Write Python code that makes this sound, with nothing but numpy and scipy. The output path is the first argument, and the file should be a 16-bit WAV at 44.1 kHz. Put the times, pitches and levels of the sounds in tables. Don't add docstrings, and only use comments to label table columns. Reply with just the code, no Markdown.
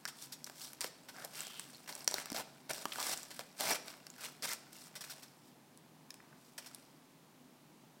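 import sys
import numpy as np
from scipy import signal
from scipy.fft import rfft, irfft
from scipy.io import wavfile
from scipy.ndimage import uniform_filter1d

SR = 44100
rng = np.random.default_rng(int(sys.argv[2]) if len(sys.argv) > 2 else 0)


def output_pcm(signal):
    pcm = np.clip(np.atleast_2d(signal).T, -1, 1) * 32767
    wavfile.write(sys.argv[1], SR, np.round(pcm).astype(np.int16))


N = 352780
TIME = np.arange(N) / SR


def peeling(parts, peak_buckles_per_s=5000, density_power=0.45):
    pulls = effort()
    per_s = peak_buckles_per_s * (pulls[0] / pulls[0].max()) ** density_power
    grains = crackle(per_s, spread_db=5.5, hiss=0.61, even_s=0.041, clump_db=1.35)
    return sum(signal.oaconvolve(grains * pull, part)[:N] for pull, part in zip(pulls, parts))


def effort(grip_until_s=5.2, attack_s=0.0078, release_s=0.0087, rub_depth_db=21.5, rub_shell_db=-8.5):
    grip_db = [-72, -72.5, -76]
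    # start and length in seconds, build-up in dB,
    # then the closing levels of crease, sheet and shell in dB.
    peels = [(0.804, 0.065, -4, -50, -54.5, -63), (1.126, 0.13, 11, -54, -63, -55.5),
             (1.882, 0.15, 0.5, -57, -61, -62), (2.086, .13, 13, -48, -48, -56.5),
             (2.339, 0.068, 4, -45, -46.5, -47), (2.69, 0.021, 0.5, -42.5, -45, -45),
             (2.727, .11, -3.5, -53.5, -59.5, -61.5), (2.988, 0.149, 3.5, -40, -46.5, -51.5),
             (3.394, 0.019, -5, -56.5, -57, -55.5), (3.59, 0.14, 8.5, -36.5, -39.5, -40.5),
             (3.743, 0.013, -1, -40.5, -43.5, -48), (4.421, 0.035, 0.5, -41, -46, -52.5),
             (4.465, .072, 4, -42.5, -48.5, -57.5), (4.72, 0.16, 0, -59, -69, -80)]
    # peak time, rise and fall in seconds, crease and sheet in dB.
    rubs = [(0.234, 0.095, 0.063, -49, -62), (0.634, 0.11, 0.11, -47, -59.5),
            (1.374, 0.091, 0.23, -47.5, -53), (1.6, 0.68, 0.63, -58.5, -64.5),
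            (2.28, 0.1, 0.11, -64, -58.5), (2.95, 0.15, 0.24, -49, -55), (3.17, 0.066, 0.25, -53.5, -57.5),
            (3.359, 0.087, 0.13, -56.5, -64), (3.594, 0.031, .04, -47.5, -54),
            (3.891, 0.099, 0.11, -55, -54.5), (4.243, 0.084, 0.09, -46, -49),
            (5.1, 0.16, 0.31, -58.5, -62.5), (5.48, 0.14, 0.077, -68, -80), (6.47, 0.28, .2, -68, -85),
            (6.63, 0.034, 0.42, -62, -64.5)]
    power = np.outer(amp(grip_db), TIME < grip_until_s) ** 2
    for start, length, build_db, *levels_db in peels:
        t = TIME - start
        attack = np.clip(t / attack_s, 0, 1)
        release = np.exp(-np.clip((t - length) / release_s, 0, 20))
        build = amp(build_db * np.clip(t / length - 1, -1, 0))
        power += np.outer(amp(levels_db), attack * release * build) ** 2
    for peak, rise, fall, crease_db, sheet_db in rubs:
        from_peak = np.maximum((peak - TIME) / rise, (TIME - peak) / fall)
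        swell = amp(-rub_depth_db * np.minimum(from_peak, 10))
        power += np.outer(amp([crease_db, sheet_db, sheet_db + rub_shell_db]), swell) ** 2
    return np.sqrt(power)


def crackle(per_s, spread_db, hiss, even_s, clump_db, clump_s=0.0039, facets=32):
    out = np.zeros(N)
    kicks = amp(spread_db * np.minimum(rng.exponential(1, N), 4.0)) * rng.choice([-1, 1], N)
    kicks *= (rng.random(N) < per_s / SR) / np.sqrt(per_s)
    facet = rng.integers(0, facets, N)
    for k, ring_hz in enumerate(np.geomspace(600, 14000, facets)):
        grain = buckle(ring_hz, settle_s=0.0025, chatter=1.2, ring=3.6, q=7.1)
        out += signal.oaconvolve(kicks * (facet == k), grain)[:N]
    out = evened(out) + hiss * rng.standard_normal(N)
    knots = np.cumsum(rng.exponential(clump_s, 6000))
    out *= amp(clump_db * np.interp(TIME, knots, rng.standard_normal(len(knots))))
    local_power = uniform_filter1d(out ** 2, int(even_s * SR) + 1)
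    return out / np.sqrt(local_power + 1e-9)


def buckle(ring_hz, settle_s, chatter, ring, q, size=700):
    t = np.arange(size) / SR
    kick = rng.standard_normal(size) * np.exp(-t / settle_s)
    kick *= chatter / np.linalg.norm(kick)
    kick[0] += rng.choice([-1, 1])
    sound = kick + ring * resonate(kick, ring_hz, ring_hz / q)
    return sound / np.linalg.norm(sound)


def snaps(parts):
    # start in seconds, facet resonance in Hz, levels of crease, sheet and shell in dB.
    flips = [(0.0537, 5100, -38.5, -42.5, -53), (0.4435, 5950, -41.5, -69, -71),
             (0.4732, 1480, -63, -52, -56.5), (0.498, 1620, -51, -52, -54.5),
             (0.7328, 11000, -49, -56.5, -78), (0.808, 8940, -36.5, -45, -62),
             (0.8135, 5800, -38.5, -50, -68), (0.8437, 443, -41, -40, -45.5),
             (1.2483, 11900, -42, -62, -54), (1.406, 7700, -39, -50, -67), (1.469, 7040, -45.5, -55, -56),
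             (1.5961, 8700, -40, -48, -68), (1.926, 4350, -46.5, -53, -73), (1.9526, 9500, -43, -61, -65),
             (2.045, 8750, -47, -72, -68), (2.0773, 5700, -24.5, -34.5, -41.5),
             (2.1124, 7800, -39.5, -52, -50), (2.121, 910, -62, -49, -47),
             (2.1416, 4570, -31.5, -42.5, -38), (2.183, 2120, -45, -40, -47),
             (2.2579, 1240, -44, -49.5, -60), (2.3018, 5790, -43.5, -52, -57),
             (2.3189, 290, -43.5, -50, -46.5), (2.329, 5500, -44, -53, -57),
             (2.3639, 4030, -39.5, -42.5, -48), (2.7337, 6720, -41, -65.5, -69),
             (2.8549, 1380, -40.5, -35.5, -37.5), (2.9212, 3150, -51, -46, -64),
             (2.9583, 1460, -56, -43, -53), (2.9842, 820, -48, -45.5, -43), (3.175, 7300, -42.5, -61, -65),
             (3.2314, 7260, -46, -66, -70), (3.393, 540, -43, -44, -45), (3.608, 790, -33, -47, -40),
             (3.8818, 4600, -45.5, -64, -58), (4.0677, 5040, -48, -55, -63), (4.102, 6800, -49.5, -64, -90),
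             (5.7746, 9500, -57.5, -79, -66), (6.1055, 5400, -46, -51, -63),
             (6.1421, 9000, -53.5, -60, -65), (6.7475, 10000, -45.5, -70, -66)]
    out = np.zeros(N)
    for start, ring_hz, *levels_db in flips:
        kick = buckle(ring_hz, settle_s=0.0017, chatter=0.8, ring=2.6, q=5.1)
        for part, db in zip(parts, levels_db):
            add(out, start, radiate(kick, part, db))
    return out


def avalanches(parts, fade_s=0.011, shell_db=-9):
    # start and length in seconds, levels of crease and sheet in dB.
    runs = [(0.076, 0.015, -44.5, -51), (0.322, 0.016, -45, -58), (0.464, 0.0046, -46.5, -55),
            (1.086, 0.013, -51, -52), (1.876, 0.0053, -48, -48.5), (1.891, 0.0072, -45.5, -47.5),
            (3.305, 0.015, -50, -53.5), (4.444, 0.006, -43.5, -44), (4.954, 0.02, -47.5, -53),
            (5.008, 0.015, -46, -53.5), (5.039, 0.012, -50, -54.5), (5.098, 0.028, -48, -58.5),
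            (5.228, 0.011, -51.5, -58.5), (6.579, 0.0074, -42.5, -47.5), (6.66, 0.016, -52, -60.5)]
    grains = crackle(per_s=4100, spread_db=1.0, hiss=0.1, even_s=0.0022, clump_db=10.0)
    out = np.zeros(N)
    t = np.arange(SR // 16) / SR
    for start, length, crease_db, sheet_db in runs:
        envelope = np.exp(-np.maximum(t - 0.69 * length, 0) / fade_s)
        run = grains[round(start * SR):][:len(t)] * envelope
        for part, db in zip(parts, (crease_db, sheet_db, sheet_db + shell_db)):
            add(out, start, radiate(run, part, db, length))
    return out


def stray_ticks(parts, per_s=38, low_hz=5960, high_hz=15000, base_db=-5.5, spread_db=3.5, wrinkles=700):
    out = np.zeros(N)
    crease, sheet, _ = parts
    crease_pull, sheet_pull, _ = effort()
    for when, size, pitch, chance in rng.random((wrinkles, 4)):
        at = int(when * N)
        ring_hz = low_hz * (high_hz / low_hz) ** pitch
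        kick = buckle(ring_hz, settle_s=0.0013, chatter=0.51, ring=2.8, q=2.9)
        if chance * wrinkles < per_s * N / SR:
            db = base_db + spread_db * min(-np.log(1 - size), 2)
            add(out, at / SR, crease_pull[at] * radiate(kick, crease, db))
            add(out, at / SR, sheet_pull[at] * radiate(kick, sheet, db - 3))
    return out


def scrapes(slips_per_s=1500):
    # start and length in seconds, band centre and width in Hz, level in dB.
    slides = [(0.051, 0.014, 1475, 383, -45.5), (1.135, .14, 1470, 900, -57.5),
              (1.346, 0.31, 3120, 1190, -58.5), (1.736, 0.024, 4300, 700, -58.5),
              (2.919, 0.0079, 3150, 1620, -39.5), (2.983, 0.039, 1150, 700, -46.5),
              (3.695, 0.043, 2100, 800, -45), (3.718, 0.02, 5700, 400, -39), (4.476, 0.073, 1965, 600, -51),
              (6.186, 0.23, 1070, 1600, -73), (6.198, 0.0087, 1630, 900, -59),
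              (6.325, 0.0104, 1290, 1600, -62)]
    out = np.zeros(N)
    for start, length, hz, width, db in slides:
        size = int(length * SR)
        slips = rng.standard_normal(size) * (rng.random(size) < slips_per_s / SR)
        tone = resonate(resonate(slips, hz, width), hz, width)
        add(out, start, amp(db) * evened(tone * signal.windows.tukey(size, 0.4)))
    return out


def hollow_knocks(rise_s=0.0023):
    # start in seconds, pitch in Hz, peak level in dB.
    knocks = [(0.8445, 478, -41), (2.1426, 388, -39.5), (2.319, 273, -35)]
    out = np.zeros(N)
    t = np.arange(SR // 20) / SR
    envelope = t / rise_s * np.exp(1 - t / rise_s)
    for start, hz, db in knocks:
        add(out, start, amp(db) * envelope * np.sin(2 * np.pi * hz * t))
    return out


def room(x, early_db=-12, early_s=0.0086, tail_db=-14.0):
    # frequency in Hz, time to decay by 60 dB in seconds.
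    decay_times = [(200, 0.68), (800, 0.69), (2000, 0.51), (5000, 0.63), (14000, 0.26)]
    t = np.arange(SR // 2) / SR
    early = rng.standard_normal(len(t)) * (rng.random(len(t)) < 0.06)
    early *= np.exp(-t / early_s) * (t > 0.0015)
    diffuse = rng.standard_normal(len(t)) * (t > 0.008)
    hz, age, spectra = signal.stft(diffuse, SR, nperseg=256)
    decay = amp(-60 * age / read(decay_times, hz)[:, None])
    tail = signal.istft(spectra * decay, SR, nperseg=256)[1][:len(t)]
    echoes = amp(early_db) * early / np.linalg.norm(early) + amp(tail_db) * tail / np.linalg.norm(tail)
    return x + signal.oaconvolve(x, echoes)[:N]


def ambience(noise_db=-63):
    # frequency in Hz, relative spectral density in dB.
    noise_spectrum = [(25, -31), (70, -27.5), (102, -22), (140, -8), (270, -5.5), (450, -15), (900, -14.5),
                      (1400, -21.5), (4000, -26), (16000, -32.5)]
    # frequency and bandwidth in Hz, level in dB.
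    drone_bands = [(139.1, 13, -75), (156.8, 7.5, -76.5), (249.9, 8.4, -75)]
    gain = amp(read(noise_spectrum, np.fft.rfftfreq(N, 1 / SR)))
    air = irfft(rfft(rng.standard_normal(N)) * gain, N)
    out = amp(noise_db) * evened(air)
    for hz, width, db in drone_bands:
        band = resonate(rng.standard_normal(N), hz, width)
        out += amp(db) * evened(resonate(band, hz, width))
    return out


def response(spectrum, size=2048):
    hz = abs(np.fft.fftfreq(size, 1 / SR))
    log_gain = np.log(amp(read(spectrum, hz)))
    transfer = np.exp(np.conj(signal.hilbert(log_gain)))
    taps = np.fft.ifft(transfer).real[:size // 2]
    return taps / np.linalg.norm(taps)


def radiate(drive, part, db, seconds=0.005):
    sound = signal.fftconvolve(drive, part)
    return amp(db) * np.sqrt(seconds * SR) * sound / np.linalg.norm(sound)


def resonate(x, hz, width):
    return signal.lfilter(*signal.iirpeak(min(hz, SR / 2 - 1), max(hz / width, 1), fs=SR), x)


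def amp(db):
    return 10 ** (np.asarray(db) / 20)


def evened(x):
    return x / np.sqrt(np.mean(x ** 2) + 1e-20)


def read(points, hz):
    points_hz, values = np.transpose(points)
    return np.interp(np.log(hz + 1), np.log(points_hz + 1), values)


def add(mix, start_s, sound):
    span = mix[round(start_s * SR):][:len(sound)]
    span += sound[:len(span)]


def scene():
    # frequency in Hz, relative gain in dB.
    crease = [(1200, -44), (2700, -14.5), (3500, -3), (4600, -2), (5400, 0), (5800, 0), (6300, -5.5),
              (7800, -2), (10500, -7.5), (13000, -7.5), (16000, -10)]
    sheet = [(300, -13.5), (700, -28), (950, -1), (1500, 2), (2300, 1), (3100, -4.5), (4200, -3.5),
             (9000, -45.5)]
    shell = [(30, -30), (95, -25.5), (135, -5.5), (300, -2), (390, -1), (530, 1), (630, 4.5), (700, 2),
             (790, 4), (1080, -13.5), (2500, -50)]
    parts = [response(crease), response(sheet), response(shell)]
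    buckles = snaps(parts) + stray_ticks(parts) + peeling(parts) + avalanches(parts)
    return (room(buckles + scrapes() + hollow_knocks()) + ambience())[None]


def record(dry):
    low_pass = signal.firwin(401, 16000, window=("kaiser", 8), fs=SR)
    return signal.oaconvolve(dry, low_pass[None], "same")


dry = scene()
out = record(dry)
output_pcm(out)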